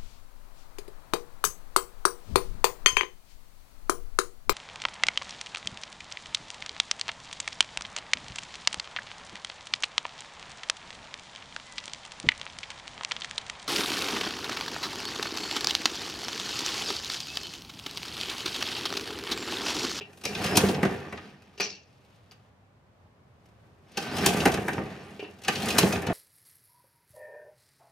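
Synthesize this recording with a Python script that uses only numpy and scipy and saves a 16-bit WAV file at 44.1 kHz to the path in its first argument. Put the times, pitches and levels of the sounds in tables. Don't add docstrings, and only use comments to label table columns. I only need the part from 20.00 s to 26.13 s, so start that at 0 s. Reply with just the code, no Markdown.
import sys
import numpy as np
from scipy import signal
from scipy.fft import rfft, irfft, next_fast_len
from scipy.io import wavfile

SR = 44100
rng = np.random.default_rng(int(sys.argv[2]) if len(sys.argv) > 2 else 0)


def digitize_waveform(pressure):
    field = np.atleast_2d(pressure).T
    bounded = np.clip(field, -1, 1)
    quanta = np.round(bounded * 32767).astype(np.int16)
    wavfile.write(sys.argv[1], SR, quanta)


N = 270333

# frequency in Hz, relative spectrum level in dB.
TRAFFIC_SPECTRUM = [(15, -72), (25, -29.5), (97, -7.5), (259, -20), (330, -25), (368, -23), (568, -22),
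                    (651, -23), (1120, -26.5), (1430, -30.5), (1880, -33), (15200, -59), (16500, -62)]
# frequency in Hz, left-right likeness from 0, unrelated,
# to 1, the same; lower values count as 0.
TRAFFIC_LIKENESS = [(60, 0.94), (240, 0.91), (950, 0.18), (3770, -0.21), (15000, -0.43)]
TRAFFIC_DB = -59

# frequency in Hz, left minus right in dB.
LEAN = [(60, 0), (180, -1.0), (550, 0), (1650, -0.5), (4970, 4.5), (15000, 1.5)]
# band centre in Hz, level before the band filter in dB, t60 in seconds.
ECHO_BANDS = [(58.1, -28, .3), (520, -20.5, 1), (1967, -2.5, 0.2), (7960, -11.5, 0.25)]
LEFT_LEAD_S = .000018

# start in seconds, tube, rod and cable clip levels in dB, rattle t60 in seconds.
BAR_KNOCKS = [(.010, -46, -44, -62, 0.076), (0.253, -43, -46, -43, 0.52), (1.577, -60, -53.5, -55.5, 0.27),
              (1.599, -36.5, -35.5, -35, 0.4), (2.311, -68.5, -61, -56, 0.066),
              (3.974, -43.5, -63, -44.5, 0.57), (5.194, -43, -44, -62, 0.13), (5.226, -41, -49, -63, 0.26),
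              (5.483, -44, -34.5, -39, 0.047)]
# frequency in Hz, width in Hz, relative level in dB.
TUBE_MODES = [(195.2, 17, -6.5), (311.3, 40, -10), (417, 37, -3)]
# frequency in Hz, width in Hz, relative level in dB.
ROD_MODES = [(1890, 120, -5), (2400, 54, 3), (2506, 150, 0), (2707, 44, 6.5), (2940, 25, -3.5),
             (2910, 40, -6), (3360, 150, -16.5)]
# frequency in Hz, width in Hz, relative level in dB.
CLIP_MODES = [(4450, 250, -1), (4700, 250, 0), (5050, 300, -1), (5400, 300, -1), (5750, 300, -2),
              (7200, 400, -13)]
# frequency in Hz, level against that part's knock in dB, t60 in seconds.
BAR_RING = [(417, 11, 0.28), (2900, 9, .11), (4740, 16, 0.055)]
BAR_RISE_S = .007
SNAP_DB, SNAP_T60_S = 11.5, .06

# pawls catch in seconds, its nominal peak in dB, its t60 in seconds,
# cord starts to whine in seconds, reel spin-up time in seconds, cord runs out in seconds,
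# its nominal peak in dB, its t60 in seconds.
PULLS = [(0.2545, -14, .016, .335, .08, .5726, -6.5, 0.039),
         (3.9742, -18.5, 0.054, 4.045, .062, 4.2625, -10, 0.057),
         (5.4836, -12.5, 0.035, 5.575, 0.063, 5.7855, -7, 0.051)]
# middle in seconds, half length in seconds (sign immaterial), top in Hz, foot in Hz,
# level in dB.
SQUEAK = (5.088, -0.06, 10099, 6500.5, -70)
WHINE_FROM_HZ, WHINE_TOP_HZ, WHINE_BEND = 2500, 5350, 1.2
WHINE_DB, WHINE_FADE_S = -44.5, .02

# time in seconds, deck shake in dB, rasp in dB, air hiss in dB.
SHAKING = [
    [(0, -52.5, -58, -85), (.19, -56.5, -83, -64), (.235, -54, -66, -76), (.27, -42, -64, -53),
     (.33, -40, -54, -53), (.41, -32, -44.5, -50.5), (.55, -28, -44, -46), (.64, -27.5, -43.5, -42),
     (.71, -30.5, -50.5, -45.5), (.786, -30, -56, -61), (.9, -30.5, -54, -59), (1.08, -45, -59.5, -71.5),
     (1.26, -49, -61, -74.5), (1.38, -57.5, -70.5, -82.5), (1.58, -64.5, -70, -78.5)],
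    [(1.85, -69.5, -77.5, -84.5), (2.1, -73, -73, -81), (2.5, -69.5, -81, -88)],
    [(3.4, -69.5, -86, -87), (3.82, -65.5, -85.5, -86), (3.95, -56.5, -59, -76), (4.01, -37, -50, -51),
     (4.1, -36.5, -48, -60), (4.14, -32, -49.5, -52), (4.25, -29, -42, -46), (4.34, -28, -44.5, -43),
     (4.46, -27.5, -51, -46), (4.61, -33, -56, -57.5), (4.69, -33, -59, -54.5), (4.81, -35.5, -58, -64),
     (4.97, -44, -59.5, -70), (5.07, -44.5, -63.5, -71), (5.24, -54.5, -66.5, -72.5),
     (5.44, -53.5, -73, -75)],
    [(5.44, -54, -58, -81), (5.49, -36, -47, -50), (5.54, -38, -44, -48.5), (5.61, -34.5, -43.5, -47.5),
     (5.66, -28.5, -45, -45), (5.8, -27.5, -41, -42), (5.87, -24.5, -50.5, -40), (5.97, -29, -51.5, -49),
     (6.02, -34, -56, -59), (6.13, -27, -55, -62)],
]
RATTLE_DB, RATTLE_SHAKE_SHARE, RATTLE_RASP_SHARE = 3, 0.57, .45
# frequency in Hz, width in Hz, relative level in dB.
DECK_MODES = [(96, 22, -1), (143.4, 13, -0.5), (190, 38, 4), (251, 78, -5), (316, 44, -7), (394, 31, -1.5),
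              (502, 6.9, -8), (659, 47, -2.5)]
# frequency in Hz, width in Hz, relative level in dB.
BLOCK_MODES = [(795, 65, 4), (970, 55, -5), (1171, 89, 1.5), (1450, 200, -3), (1552, 19, 3),
               (1763, 180, -3), (1936, 52, -2.5), (2350, 160, -7.5), (2490, 150, -14), (2740, 120, -12.5)]
# frequency in Hz, relative spectrum level in dB.
HISS_SPECTRUM = [(1180, -37), (2000, -2), (2900, 0.5), (3140, -0.5), (4550, -7), (8000, -22), (9210, -20.5),
                 (15100, -27), (16100, -28.5), (16500, -58)]
# frequency in Hz, relative spectrum level in dB.
TICK_SPECTRUM = [(1180, -46.5), (2000, -9), (2540, 7.5), (2920, 3.5), (6140, -4.5), (7520, -12.5),
                 (8820, -11), (12900, -17), (14200, -12.5), (16100, -33.5), (16500, -38.5)]

# time in seconds, nominal tick, sizzle, knock and thud levels in dB,
# deck boom level in dB, hollow knock frequency in Hz, hollow knock level in dB.
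COMPRESSIONS = [(0.6376, -32, -45, -36, -22, -19, 1800, -43),
                (.831, -29, -39, -25.5, -17.5, -21, 1930, -18.5),
                (1.1273, -40, -55, -36, -32.5, -45, 743, -44),
                (4.4571, -16.5, -26, -16.5, -16, -25.5, 1724, -23),
                (4.6832, -35, -39, -25.5, -32, -32, 1720, -16),
                (4.7812, -55, -69, -34, -23.5, -33, 910, -26),
                (6.0992, -56, -59, -35, -28, -24.5, 1805, -27)]
# frequency in Hz, level against the boom in dB, t60 in seconds.
BOOM_MODES = [(199, -2, .19), (389, 1.1, 0.36)]
# time in seconds, nominal tick, sizzle, knock and thud levels in dB.
CLATTER = [(0.3519, -19.5, -62, -37.5, -45), (.4429, -18, -35, -38.5, -27), (0.463, -19, -38, -41, -46),
           (.5576, -15, -32.5, -42, -22), (.664, -31, -48, -49, -25), (.6889, -18, -44, -48, -21.5),
           (0.7463, -22.5, -57, -35.5, -43), (0.8524, -25, -45, -30.5, -20.5), (1.071, -54, -74, -47, -38),
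           (1.1752, -32.5, -78.5, -40, -44), (4.0262, -27, -47, -39.5, -45), (4.169, -23, -37.5, -38, -49),
           (4.1848, -19.5, -41, -45, -33), (4.2895, -17.5, -32, -44, -26), (4.4045, -17, -42, -43, -35),
           (4.4194, -26, -52, -39, -43), (4.477, -25, -36, -40, -20.5), (4.5203, -25, -39, -36, -35),
           (4.5423, -22, -37, -30, -26), (4.5744, -33, -51, -33, -24), (4.733, -28.5, -47, -34.5, -32),
           (5.438, -32.5, -50, -47, -50), (5.449, -26.5, -49, -45, -49), (5.558, -19, -54, -51, -34.5),
           (5.659, -42, -35.5, -44, -32), (5.6875, -19, -33, -29.5, -38), (5.706, -15.5, -35, -45, -34),
           (5.812, -19, -44, -36, -34), (5.83, -19, -40, -32, -19.5), (5.9268, -18.5, -36, -35, -33.5),
           (5.9587, -26, -55, -32.5, -30), (6.021, -49, -44, -38.5, -47), (6.069, -22.5, -43.5, -33, -29)]
# time in seconds, nominal peak in dB.
TOUCHES = [(.101, -62), (0.1316, -48), (0.174, -45), (.2146, -40.5), (0.2393, -28.5), (1.2993, -56),
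           (1.4224, -51), (2.0492, -57.5), (2.1594, -58), (3.4586, -54), (3.4882, -59), (3.8881, -60),
           (3.919, -46.5), (5.1068, -48.5), (5.31, -50), (5.339, -55), (5.3882, -48), (5.42, -40.5)]
# frequency in Hz, level against that peak in dB, t60 in seconds.
RUN_OUT_RING = [(6500, -5, 0.012), (963, -10, .05)]
# sizzle, knock and thud levels against the nominal peak in dB.
CATCH, RUN_OUT = (-17.5, -13.5, -14), (-7, -15.5, -12)
TOUCH, SNAP = (-15.5, -14.5, -12), (-15.5, -11.5, -19.5)
CLATTER_T60_S, COMPRESSION_T60_S, TOUCH_T60_S = 0.053, 0.05, 0.0549
CLATTER_RISE_S, COMPRESSION_RISE_S = 0.0064, 0.0063
SHARP_RISE_S = .006
HOLLOW_T60_S = 0.043

CUTOFF_HZ = 16600


def from_db(db):
    return 10 ** (np.asarray(db) / 20)


def rms_one(x):
    return x / np.sqrt(np.mean(x ** 2) + 1e-20)


def in_time(rows, outside):
    s, *columns = np.transpose(rows)
    return [np.interp(np.arange(N) / SR, s, column, outside, outside) for column in columns]


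def at_hz(points, hz):
    points = np.array(points)
    return np.interp(np.log(hz + 1), np.log(points[:, 0] + 1), points[:, 1])


def colour(x, spectrum):
    gain = from_db(at_hz(spectrum, np.fft.rfftfreq(N, 1 / SR)))
    return rms_one(irfft(rfft(x) * gain, N))


def drift(rate_hz):
    r = np.exp(-2 * np.pi * rate_hz / SR)
    noise = rng.standard_normal(N + SR)
    settled = signal.lfilter([1], [1, -2 * r, r * r], noise)[SR:]
    return rms_one(settled)


def grains(per_s, spread_db):
    sizes = from_db(spread_db * np.minimum(rng.exponential(1, N), 4))
    signed = sizes * rng.choice([-1, 1], N)
    return rms_one(signed * (rng.random(N) < per_s / SR))


def body(x, modes, low_hz, high_hz, between_db, patchy_db):
    band = signal.butter(3, [low_hz, high_hz], "band", fs=SR, output="sos")

    def through(v, wander):
        out = from_db(between_db) * v
        for hz, width_hz, db in modes:
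            r = np.exp(-np.pi * width_hz / SR)
            poles = [1, -2 * r * np.cos(2 * np.pi * hz / SR), r * r]
            zeros = [(1 - r * r) / 2, 0, (r * r - 1) / 2]
            out = out + signal.lfilter(zeros, poles, v * from_db(db + wander()))
        return signal.sosfilt(band, out)

    response = through(signal.unit_impulse(SR // 2) + 1e-18, lambda: 0)
    scale = np.sqrt(np.sum(response ** 2))
    return through(x + 1e-18, lambda: patchy_db * drift(18)) / scale


def traffic():
    hz = np.fft.rfftfreq(N, 1 / SR)
    alike = np.clip(at_hz(TRAFFIC_LIKENESS, hz), 0, 1)
    mid, side = rfft(rng.standard_normal((2, N))) * from_db(at_hz(TRAFFIC_SPECTRUM, hz))
    pair = irfft(np.sqrt(1 + alike) * mid + np.sqrt(1 - alike) * side * [[1], [-1]], N)
    return from_db(TRAFFIC_DB + .8 * drift(1.7)) * rms_one(pair)


def yard(x):
    size = next_fast_len(N + SR // 2)
    hz = np.fft.rfftfreq(size, 1 / SR)
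    left = from_db(at_hz(LEAN, hz) / 2) * np.exp(1j * np.pi * hz * LEFT_LEAD_S)
    direct = np.array([left, 1 / left])
    t, tail = np.arange(SR // 2) / SR, 0
    for centre, db, t60 in ECHO_BANDS:
        edges_hz = [centre / 2.2, min(centre * 2.2, .45 * SR)]
        sos = signal.butter(1, edges_hz, "band", fs=SR, output="sos")
        burst = rng.standard_normal((2, SR // 2)) * from_db(-60 * t / t60) * (t > .002)
        unit_burst = burst / np.sqrt(np.sum(burst ** 2) / 2)
        tail = tail + from_db(db) * signal.sosfilt(sos, unit_burst)
    return irfft(rfft(x, size) * (direct + rfft(tail, size)), size)[:, :N]


def turning():
    stretches = [in_time(rows, outside=-140) for rows in SHAKING]
    rumble, rasp, hiss = np.max(stretches, axis=0)
    rattle = RATTLE_DB + RATTLE_SHAKE_SHARE * rumble + RATTLE_RASP_SHARE * rasp
    return rumble, rattle, rasp, hiss


def handle_bar():
    t, out = np.arange(N) / SR, 0
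    rumble_db, rattle_db, rasp_db, _ = turning()
    parts = ((TUBE_MODES, 150, 900, rumble_db - 14),
             (ROD_MODES, 1200, 4000, rattle_db - 18),
             (CLIP_MODES, 3500, 6600, rasp_db - 11.5))
    for k, (modes, low_hz, high_hz, shaken_db) in enumerate(parts):
        power = from_db(2 * shaken_db)
        for s, *levels_db, t60 in BAR_KNOCKS:
            since = np.clip(t - s, 0, None)
            rise = np.minimum(since / BAR_RISE_S, 1)
            crack = from_db(28.0 - 120 * since / 0.022)
            power = power + rise * from_db(2 * levels_db[k] - 120 * since / t60) * (1 + crack)
        drive = grains(5000, 5.9) * np.sqrt(power)
        out = out + body(drive, modes, low_hz, high_hz, between_db=-13.5, patchy_db=5.5)
    return out


def cord():
    t, voices = np.arange(N) / SR, []
    for start, spin_up, end in (pull[3:6] for pull in PULLS):
        speed = 1 - np.exp(-(np.maximum(t - start, 0) / spin_up) ** WHINE_BEND)
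        gate = np.clip(np.minimum(t - start, end - t) / WHINE_FADE_S, 0, 1)
        hz = WHINE_FROM_HZ + (WHINE_TOP_HZ - WHINE_FROM_HZ) * speed
        voices.append((hz, WHINE_DB, gate * speed))
    middle, half, top_hz, foot_hz, squeak_db = SQUEAK
    arch = np.clip(1 - ((t - middle) / half) ** 2, 0, 1)
    voices.append((foot_hz + (top_hz - foot_hz) * arch, squeak_db, arch > 0))
    out = 0
    for hz, db, gate in voices:
        wobble, breakup_db = 1 + .025 * drift(300), 4 * drift(40)
        phase = 2 * np.pi * np.cumsum(hz * wobble) / SR
        out = out + gate * from_db(db + breakup_db) * np.sin(phase)
    return out


def struck_modes():
    rows = [(s, hz, levels[k] + db, t60)
            for s, *levels in BAR_KNOCKS for k, (hz, db, t60) in enumerate(BAR_RING)]
    rows += [(pull[5], hz, pull[6] + db, t60) for pull in PULLS for hz, db, t60 in RUN_OUT_RING]
    rows += [(row[0], hz, row[5] + db, t60) for row in COMPRESSIONS for hz, db, t60 in BOOM_MODES]
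    return rows + [(row[0], *row[6:], HOLLOW_T60_S) for row in COMPRESSIONS]


def hollow_knocks():
    out, t = np.zeros(N + SR), np.arange(SR // 4) / SR
    modes = struck_modes()
    detunings = rng.uniform(0.02, 0.04, (len(modes), 2))
    for (s, hz, db, t60), (below, above) in zip(modes, detunings):
        phase = 2 * np.pi * hz * t
        cluster = np.sin(phase * (1 - below)) + np.sin(phase) + .7 * np.sin(phase * (1 + above))
        envelope = from_db(db - 9.0 - 60 * t / t60) * np.minimum(t / 0.0015, 1)
        start = round(s * SR)
        out[start:start + len(t)] += envelope * cluster
    return out[:N]


def clacks():
    snaps = [(row[0] + SHARP_RISE_S, row[3] + SNAP_DB, SNAP_T60_S) for row in BAR_KNOCKS]
    kinds = [(CATCH, [row[:3] for row in PULLS]),
             (RUN_OUT, [row[5:] for row in PULLS]),
             (TOUCH, [(*row, TOUCH_T60_S) for row in TOUCHES]),
             (SNAP, snaps)]
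    rows = [(s, db, db + sizzle, db + knock, db + thud, t60, SHARP_RISE_S)
            for (sizzle, knock, thud), hits in kinds for s, db, t60 in hits]
    rows += [(*row, CLATTER_T60_S, CLATTER_RISE_S) for row in CLATTER]
    return rows + [(*row[:5], COMPRESSION_T60_S, COMPRESSION_RISE_S) for row in COMPRESSIONS]


def clack_envelopes(longer, delay_s):
    power = np.zeros((4, N + SR))
    t = np.arange(SR // 2) / SR
    for s, tick_db, sizzle_db, knock_db, thud_db, t60, rise in clacks():
        for k, db in enumerate((sizzle_db, tick_db - 11.5, knock_db, thud_db)):
            decay = from_db(-60 * (t - rise) / (t60 * longer[k]))
            shape = np.where(t < rise, (t / rise) ** 1.6, decay)
            start = max(0, round((s - rise + delay_s[k]) * SR))
            power[k, start:start + len(t)] += (from_db(db) * shape) ** 2
    return np.sqrt(power[:, :N])


def blows(column, gain_db):
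    out, rows = np.zeros(N), np.array(clacks())
    out[np.round(rows[:, 0] * SR).astype(int)] = from_db(rows[:, column] + gain_db)
    return out


def engine():
    rumble_db, rattle_db, rasp_db, hiss_db = turning()
    sizzle, tick, knock, thud = clack_envelopes(longer=[.9, 1.05, 1.4, 2.4], delay_s=[.0005, .0006, .001, .003])
    shake = drift(25)

    deck_level = np.hypot(from_db(rumble_db - 2.03 + 0.38 * shake), thud)
    deck_drive = grains(1500, 1.9) * deck_level + blows(column=4, gain_db=15)
    deck = body(deck_drive, DECK_MODES, 53, 860, between_db=-13.0, patchy_db=3.0)

    block_level = np.hypot(from_db(rattle_db - 5.0 + 1.1 * shake + 0.72 * drift(60)), knock)
    block_drive = grains(4000, 3.1) * block_level + blows(column=3, gain_db=3)
    block = body(block_drive, BLOCK_MODES, 650, 2600, between_db=-4.0, patchy_db=4.5)

    rubbing = colour(grains(5000, 4.7), HISS_SPECTRUM)
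    contacts = colour(grains(12000, 1.0), TICK_SPECTRUM)
    flutter_db = 0.59 * shake + 0.45 * drift(70)
    metal = 0
    for kind, level_db, clack in (("low", rasp_db, tick), ("high", hiss_db, sizzle)):
        sos = signal.butter(4, 7000, kind, fs=SR, output="sos")
        metal = metal + rms_one(signal.sosfilt(sos, rubbing)) * from_db(level_db + flutter_db)
        metal = metal + rms_one(signal.sosfilt(sos, contacts)) * clack
    return deck + block + metal


def scene():
    mower = engine() + hollow_knocks() + cord() + handle_bar()
    return yard(mower) + traffic()


def record(dry):
    thinned = signal.sosfilt(signal.butter(2, 55, "high", fs=SR, output="sos"), dry)
    rounded = .95 * np.tanh(thinned / .95)
    return signal.sosfilt(signal.cheby2(14, 70, CUTOFF_HZ, fs=SR, output="sos"), rounded)


dry = scene()
out = record(dry)
digitize_waveform(out)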